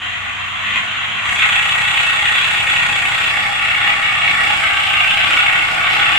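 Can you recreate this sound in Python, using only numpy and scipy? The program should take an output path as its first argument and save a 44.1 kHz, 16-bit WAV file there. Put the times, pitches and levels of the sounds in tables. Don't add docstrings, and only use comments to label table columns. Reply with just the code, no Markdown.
import sys
import numpy as np
from scipy import signal
from scipy.fft import rfft, irfft, next_fast_len
from scipy.io import wavfile
from scipy.ndimage import uniform_filter1d, minimum_filter1d

SR = 44100
rng = np.random.default_rng(int(sys.argv[2]) if len(sys.argv) > 2 else 0)


def waveform_to_disk(signal):
    frames = np.transpose(np.atleast_2d(signal))
    scaled = np.clip(frames, -1, 1) * 32767
    samples = np.round(scaled).astype(np.int16)
    wavfile.write(sys.argv[1], SR, samples)


N = 272538
TIME = np.arange(N) / SR
SIZE = next_fast_len(N + SR // 4, True) // 2 * 2
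HZ = np.maximum(np.arange(SIZE // 2 + 1) * SR / SIZE, 1)


def from_db(db):
    return 10 ** (np.asarray(db) / 20)


def rms_one(x):
    return x / np.sqrt(np.mean(x ** 2) + 1e-20)


def in_time(rows):
    s, *columns = np.transpose(rows)
    return [np.interp(TIME, s, c) for c in columns]


def spectrum(points):
    hz, db = np.transpose(points)
    return np.interp(np.log(HZ), np.log(hz), db)


def colour(x, db):
    cepstrum = irfft(np.log(from_db(db)))
    cepstrum[1:SIZE // 2] *= 2
    cepstrum[SIZE // 2 + 1:] = 0
    response = np.exp(rfft(cepstrum))
    return rms_one(irfft(rfft(x, SIZE) * response)[:N])


def drift(knots_per_s):
    knots = rng.standard_normal(2048)
    return np.interp(TIME * knots_per_s, np.arange(len(knots)), knots)


def bursts(times_s, power, decay_s):
    clicks = np.zeros(N)
    np.add.at(clicks, np.clip((times_s * SR).astype(int), 0, N - 1), power)
    return signal.lfilter([1], [1, -np.exp(-1 / (decay_s * SR))], clicks)


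def turning(views):
    view_changes = [(1.15, 1.57), (3.3, 3.3), (4.5, 4.68), (5.23, 5.3)]
    out = views[0]
    for span_s, view in zip(view_changes, views[1:]):
        out = out + np.interp(TIME, span_s, [0, 1]) * (view - out)
    return out


def layer_db(law, load):
    base_db, load_db, approach_db = law
    return base_db + load_db * load + approach_db * TIME / TIME[-1]


def knocking(turns, load):
    # (angle [crank turns], level [dB])
    contacts = [(.06, -2), (.14, 0), (.23, -.5), (.33, -1.5), (.44, -4)]
    decay_s, jitter_turns, contact_db, firing_db = .0026, .016, 1.1, .7
    firing = np.arange(int(turns[-1]) + 1)[:, None]
    angle_turns, level_db = np.transpose(contacts)
    chance = rng.standard_normal((len(firing), 3, len(angle_turns)))
    contact_turns = firing + angle_turns + jitter_turns * chance[:, 0]
    times_s = np.interp(contact_turns, turns, TIME, left=-1, right=-1)
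    spread_db = contact_db * chance[:, 1] + firing_db * chance[:, 2, :1]
    power = from_db(level_db + spread_db) ** 2
    inside = times_s >= 0
    knocks = bursts(times_s[inside], power[inside], decay_s)
    knocks /= uniform_filter1d(uniform_filter1d(knocks, size=4200), size=2800) + 1e-9
    knock_share = np.clip(1.6 * load, .25, .92)
    return 1 - knock_share + knock_share * knocks


def shaking(power, snap_s=0.00033):
    impacts_per_s = 4000
    jump = np.maximum(np.diff(power, prepend=power[0]), 0)
    steps = rng.exponential(1, N) ** 2 / 2
    count = np.floor(np.cumsum(steps) * impacts_per_s / SR)
    impacts = np.diff(count, prepend=0) > 0
    snaps = np.sqrt(jump * snap_s * SR)
    chatter = np.sqrt(power) * rms_one(1. * impacts)
    return (snaps + chatter) * rng.choice([-1, 1], N)


def engine_force(power, low_hz=1650, high_hz=3800):
    outside_exponent = .6
    inside = signal.butter(3, [low_hz, high_hz], "band", fs=SR, output="sos")
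    outside = signal.butter(3, [low_hz, high_hz], "bandstop", fs=SR, output="sos")
    sharp = signal.sosfilt(inside, rms_one(shaking(power)))
    even = signal.sosfilt(outside, rms_one(shaking(power ** outside_exponent)))
    return sharp + even


def engine_body(force):
    # (centre [Hz], width [Hz], height from each of five views, far to near [dB] x 5)
    body_modes = np.array([(210, 98, 14, 2.5, 5, 0.5, -1), (313, 43, 0.5, 1.0, 2.5, 0, 8.5),
                           (440, 110, 1, 1.5, -2.5, -10, -3.5), (728.4, 57, 8.6, 3.5, 7, 7.5, 10.5),
                           (823, 87, 0.88, 9.5, 10.5, 11, 9.5), (1017, 115, 4.6, 0, -10, -13.5, -6),
                           (1136, 146, 8.4, 5, 9, 11, 8.5), (1324, 92, 3.9, 4, 4.5, 3.5, 5.5),
                           (1444, 41, 4.9, 5.5, 5.5, -5, 11), (1555, 73, 4, 1.5, -2.5, 11.5, 3.5),
                           (1777, 31, 3.7, -15, 5.5, 0, -2), (1876, 138, 2.4, 10.5, 7.5, -0.5, 6),
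                           (1995, 170, 4.7, -3, -0.5, -1, 2), (2236, 170, 2, 6, 9.5, 7.5, 7.5),
                           (2450, 55, 7.9, 6.5, 2.5, 5, 9), (2656, 97, 8.3, 12, 9.5, 3.5, 10),
                           (2817, 150, 5.9, 2, 8, 8.5, 7.5), (2937, 52, 2.5, 11.5, 7, 7, 5.5),
                           (3080, 80, 8.4, -6, -9, 7.5, 5), (3280, 114, 5.6, 3.5, 4, 3, -0.5),
                           (3461, 37, 2.0, 7, 10, 8.5, 12.5), (3550, 2800, 0.5, 1.5, -1, 1, 1)])
    # (frequency [Hz], relative level [dB])
    block_colour = [(60, -16), (250, -22.5), (480, -21.5), (650, -15), (900, -11.5), (1200, -6),
                    (1600, -2.5), (2200, 0), (2900, -4.5), (3250, -3), (3600, -5), (4100, -14.5),
                    (5000, -46), (8000, -56)]
    waver_db, waver_per_s = 2.3, 30
    bumps = 1 / (1 + (2 * (HZ - body_modes[:, :1]) / body_modes[:, 1:2]) ** 2)
    views = [colour(force, spectrum(block_colour) + heights_db @ bumps)
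             for heights_db in body_modes[:, 2:].T]
    body = turning(views)
    wavering = np.zeros(N)
    for hz, width_hz in body_modes[:, :2]:
        resonance = signal.lfilter(*signal.iirpeak(hz, hz / width_hz, fs=SR), body)
        wavering += (from_db(waver_db * drift(waver_per_s)) - 1) * resonance
    return rms_one(body + wavering)


def clatter(power, clatter_db, drone_db, gain_db=-2.0, drone_offset_db=19.0):
    body = engine_body(engine_force(power))
    panels = signal.sosfiltfilt(signal.butter(4, 1000, fs=SR, output="sos"), body)
    upper = from_db(clatter_db) * (body - panels)
    return from_db(gain_db) * (upper + from_db(drone_db + drone_offset_db) * panels)


def ticking(power, level_db, follow=0.76, gain_db=0.4):
    # (frequency [Hz], relative level far [dB], midway [dB], near [dB])
    tick_colours = np.array([(2500, -14.5, -4, -14.5), (4600, 2, 1.5, 1.5), (5540, -5, -7.5, 2),
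                             (5900, 1.5, -2.5, -4), (7130, 9, 7.5, 6.5), (8300, -2, 3.5, 5),
                             (9150, -7, -4, -3.5), (10950, -9.5, -8.5, -9), (13800, -19, -16, -17),
                             (16000, -60, -57, -57)])
    force = power ** (follow / 2) * rng.standard_normal(N)
    views = [colour(force, spectrum(np.c_[tick_colours[:, 0], db])) for db in tick_colours[:, 1:].T]
    return from_db(level_db + gain_db) * turning(views)


def exhaust(turns, labour, rumble_db, lag_turns=-0.037, stumble_turns=0.007, waver_db=1.3,
            puff=0.5, puff_turns=0.1):
    # (multiple of firing rate, level running light [dB], labouring [dB])
    pulse_orders = [(2, -63, -52), (3, -64, -55), (4, -59, -51.5), (5, -59, -48), (6, -59, -53),
                    (7, -61, -61), (8, -61, -62)]
    # (frequency [Hz], relative level [dB])
    rumble_colour = [(20, -31), (45, -14), (70, 3.5), (110, -2), (160, -5), (220, -6.5), (320, -21.5),
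                     (600, -51)]
    crank_rad = 2 * np.pi * (turns - lag_turns + stumble_turns * drift(18))
    pulses = np.zeros(N)
    for order, light_db, heavy_db in pulse_orders:
        level_db = light_db + (heavy_db - light_db) * labour + waver_db * drift(8)
        pulses -= from_db(level_db) * np.cos(order * crank_rad)
    puffs = 1 + puff * np.cos(2 * np.pi * (turns - puff_turns))
    stirred = puffs * rng.standard_normal(N)
    return pulses + from_db(rumble_db) * colour(stirred, spectrum(rumble_colour))


def hum(turns, labour, throb_turns=0.14):
    # (time [s], hum cycles per crank turn)
    hum_ratio = [(0, 3.64), (1.2, 3.66), (2.2, 3.64), (2.52, 3.5), (2.85, 3.66), (3.8, 3.63), (4.15, 3.53),
                 (4.45, 3.61), (4.95, 3.53), (5.4, 3.6), (6.18, 3.56)]
    # (offset from hum [firing rates], level running light [dB], labouring [dB])
    hum_tones = [(-1, -52, -40), (0, -42.5, -41.5), (1, -53, -56)]
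    cycles = np.cumsum(in_time(hum_ratio)[0] * np.gradient(turns))
    out = np.zeros(N)
    for offset, light_db, heavy_db in hum_tones:
        phase_rad = 2 * np.pi * (cycles + offset * (turns - throb_turns))
        out += from_db(light_db + (heavy_db - light_db) * labour) * np.cos(phase_rad)
    return out


def sand(grains_per_s=7000, clump_db=2.5):
    # (time [s], level before clumping [dB])
    spray_level = [(0, -59), (1.2, -59), (2.5, -39), (4, -40), (5.2, -39), (6.18, -36.5)]
    # (frequency [Hz], relative level [dB])
    sand_colour = [(1500, -1.5), (4500, -2), (7000, -17), (14000, -22)]
    grains = (rng.random(N) < grains_per_s / SR) * rng.standard_normal(N)
    level_db = in_time(spray_level)[0] + clump_db * drift(14)
    return from_db(level_db) * colour(grains, spectrum(sand_colour))


def hard_knocks(decay_s=0.002, crest_db=5.0):
    # (time [s], nominal peak level [dB])
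    blows = [(0.7582, -4.5), (0.7674, -8), (1.3865, -9), (1.4295, -10), (1.5289, -8), (1.5534, -6.5),
             (1.654, -8), (1.9724, -3.5), (2.0305, -7), (2.3835, -8), (2.7613, -8), (2.8886, -7.5),
             (3.3024, -8), (3.7135, -8), (3.875, -1.5), (3.9374, -5.5), (4.2777, -9), (4.3111, -7),
             (4.5992, -8), (4.9378, -7), (5.0789, -7), (5.3063, -2), (5.3328, -5.5), (5.3694, -7),
             (6.12, -8)]
    s, peak_db = np.transpose(blows)
    return bursts(s, from_db(peak_db - crest_db) ** 2, decay_s)


def rattling():
    # (middle [s], added level [dB], length [s])
    rattle_fits = [(0.766, 0, 0.062), (1.44, 2.5, 0.06), (1.59, 2, 0.087), (3.792, 2, 0.28),
                   (6.106, 1, 0.26)]
    waver_db, waver_per_s = 0.5, 9
    fits_db = sum(db * np.exp(-(2 * (TIME - s) / length_s) ** 2) for s, db, length_s in rattle_fits)
    return fits_db + waver_db * drift(waver_per_s)


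def squeals(wobble=0.0061, sag_per_s=0.099):
    # (middle [s], pitch at middle before wobble [Hz], peak level [dB], length [s])
    squeal_tones = [(4.094, 1217, -25.5, 0.029), (4.168, 1187, -21, 0.023), (4.392, 1915, -22, 0.063),
                    (4.984, 1220, -21.5, 0.044), (5.083, 2713, -8.5, 0.0065), (6.016, 1520, -27, 0.08)]
    out = np.zeros(N)
    for s, hz, level_db, length_s in squeal_tones:
        pitch_hz = hz * (1 + wobble * drift(80) - sag_per_s * (TIME - s))
        phase_rad = 2 * np.pi * np.cumsum(pitch_hz) / SR
        swell = np.exp(-(2 * (TIME - s) / length_s) ** 2)
        out += from_db(level_db) * swell * np.sin(phase_rad)
    return out


def ringing(knocks):
    # (time [s], pitch [Hz], level [dB])
    ring_track = [(4.4, 2750, -50), (4.7, 2760, -29), (4.92, 2755, -23.5), (5.08, 2700, -22),
                  (5.17, 2630, -24.5), (5.27, 2520, -30), (5.34, 2280, -24), (5.42, 2230, -33),
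                  (5.54, 2200, -27), (5.8, 2200, -50)]
    hz, level_db = in_time(ring_track)
    width_hz = 40
    decay = np.exp(-np.pi * width_hz / SR)
    noise = rng.standard_normal(N) + 1j * rng.standard_normal(N)
    envelope = signal.lfilter([1], [1, -decay], knocks * noise)
    carrier = np.exp(2j * np.pi * np.cumsum(hz) / SR)
    return from_db(level_db) * rms_one((envelope * carrier).real)


def boom(slip_rad=0.64):
    start_s, swell_s, pitch_hz, level_db, waver_db = 5.15, 0.051, 322, -53, 3
    swell = np.clip((TIME - start_s) / swell_s, 0, 1)
    gain = swell * from_db(level_db + waver_db * drift(12))
    return gain * np.sin(2 * np.pi * pitch_hz * TIME + slip_rad * drift(30))


def widen(x, bass_hz=65, narrow_hz=240, narrowing=0.31):
    # (delay [ms], gain before bass cut)
    side_echoes = [
        [(15.01, -.43), (16.51, -.38), (18.32, .59), (19.82, .66), (21.32, -.37), (30.68, .47), (32.18, .53),
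         (33.67, -.3)],
        [(15.01, .43), (16.51, .57), (18.0, -.37), (21.32, .54), (26.05, .61), (30.68, -.33), (35.87, -.32),
         (37.37, -.35)],
    ]
    out = np.array([x, x])
    feed = signal.sosfiltfilt(signal.butter(2, bass_hz, "high", fs=SR, output="sos"), x)
    low = signal.sosfiltfilt(signal.butter(2, narrow_hz, fs=SR, output="sos"), feed)
    feed = feed - narrowing * low
    for side, echoes in zip(out, side_echoes):
        for ms, gain in echoes:
            lag = round(ms * SR / 1000)
            side[lag:] += gain * feed[:N - lag]
    return out


def scene():
    # (time [s], speed [rpm])
    crank_speed = [(0.0, 1536.0), (.45, 1581.0), (.75, 1713.0), (1.2, 1750.0), (1.56, 1816.0),
                   (1.78, 1904.0), (2.36, 1902.0), (2.84, 1859.0), (3.2, 1906.0), (4.07, 1922.0),
                   (5.0, 1752.0), (5.52, 1922.0), (6.18, 1922.0)]
    # (time [s], load [0-1])
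    engine_load = [(0, 0.01), (.57, 0.03), (.74, 0.23), (.95, 0.09), (1.22, 0.16), (1.29, 0.5),
                   (3.18, 0.51), (3.42, 0.35), (4.1, 0.35), (4.45, 0.48), (5.0, 0.38), (5.35, 0.5),
                   (5.77, 0.36), (6.18, 0.47)]
    # (far and unloaded [dB], full load adds [dB], approach adds [dB])
    clatter_law = (-24.5, 15.13, 1.57)
    drone_law = (-41, 11.26, 7.6)
    ticking_law = (-50.5, 26, -2.7)
    rumble_law = (-51.5, 9.5, 2)
    turns = .617 + np.cumsum(in_time(crank_speed)[0]) / (60 * SR)
    load, = in_time(engine_load)
    labour = np.clip(3.6 * load - .6, 0, 1)
    clatter_db = layer_db(clatter_law, load) + rattling()
    knocks = knocking(turns, load)
    power = knocks + hard_knocks() / from_db(clatter_db) ** 2
    metal = clatter(power, clatter_db, layer_db(drone_law, load))
    metal = metal + ticking(power, layer_db(ticking_law, load))
    bass = exhaust(turns, labour, layer_db(rumble_law, load)) + hum(turns, labour) + boom()
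    return widen(metal + bass + ringing(knocks) + squeals() + sand())


def record(dry):
    cutoff_hz = 14700
    out = signal.sosfilt(signal.ellip(10, .2, 80, cutoff_hz, fs=SR, output="sos"), dry)
    gain = np.minimum(1, .97 / (abs(out).max(axis=0) + 1e-9))
    return out * uniform_filter1d(minimum_filter1d(gain, size=89), size=89)


dry = scene()
out = record(dry)
waveform_to_disk(out)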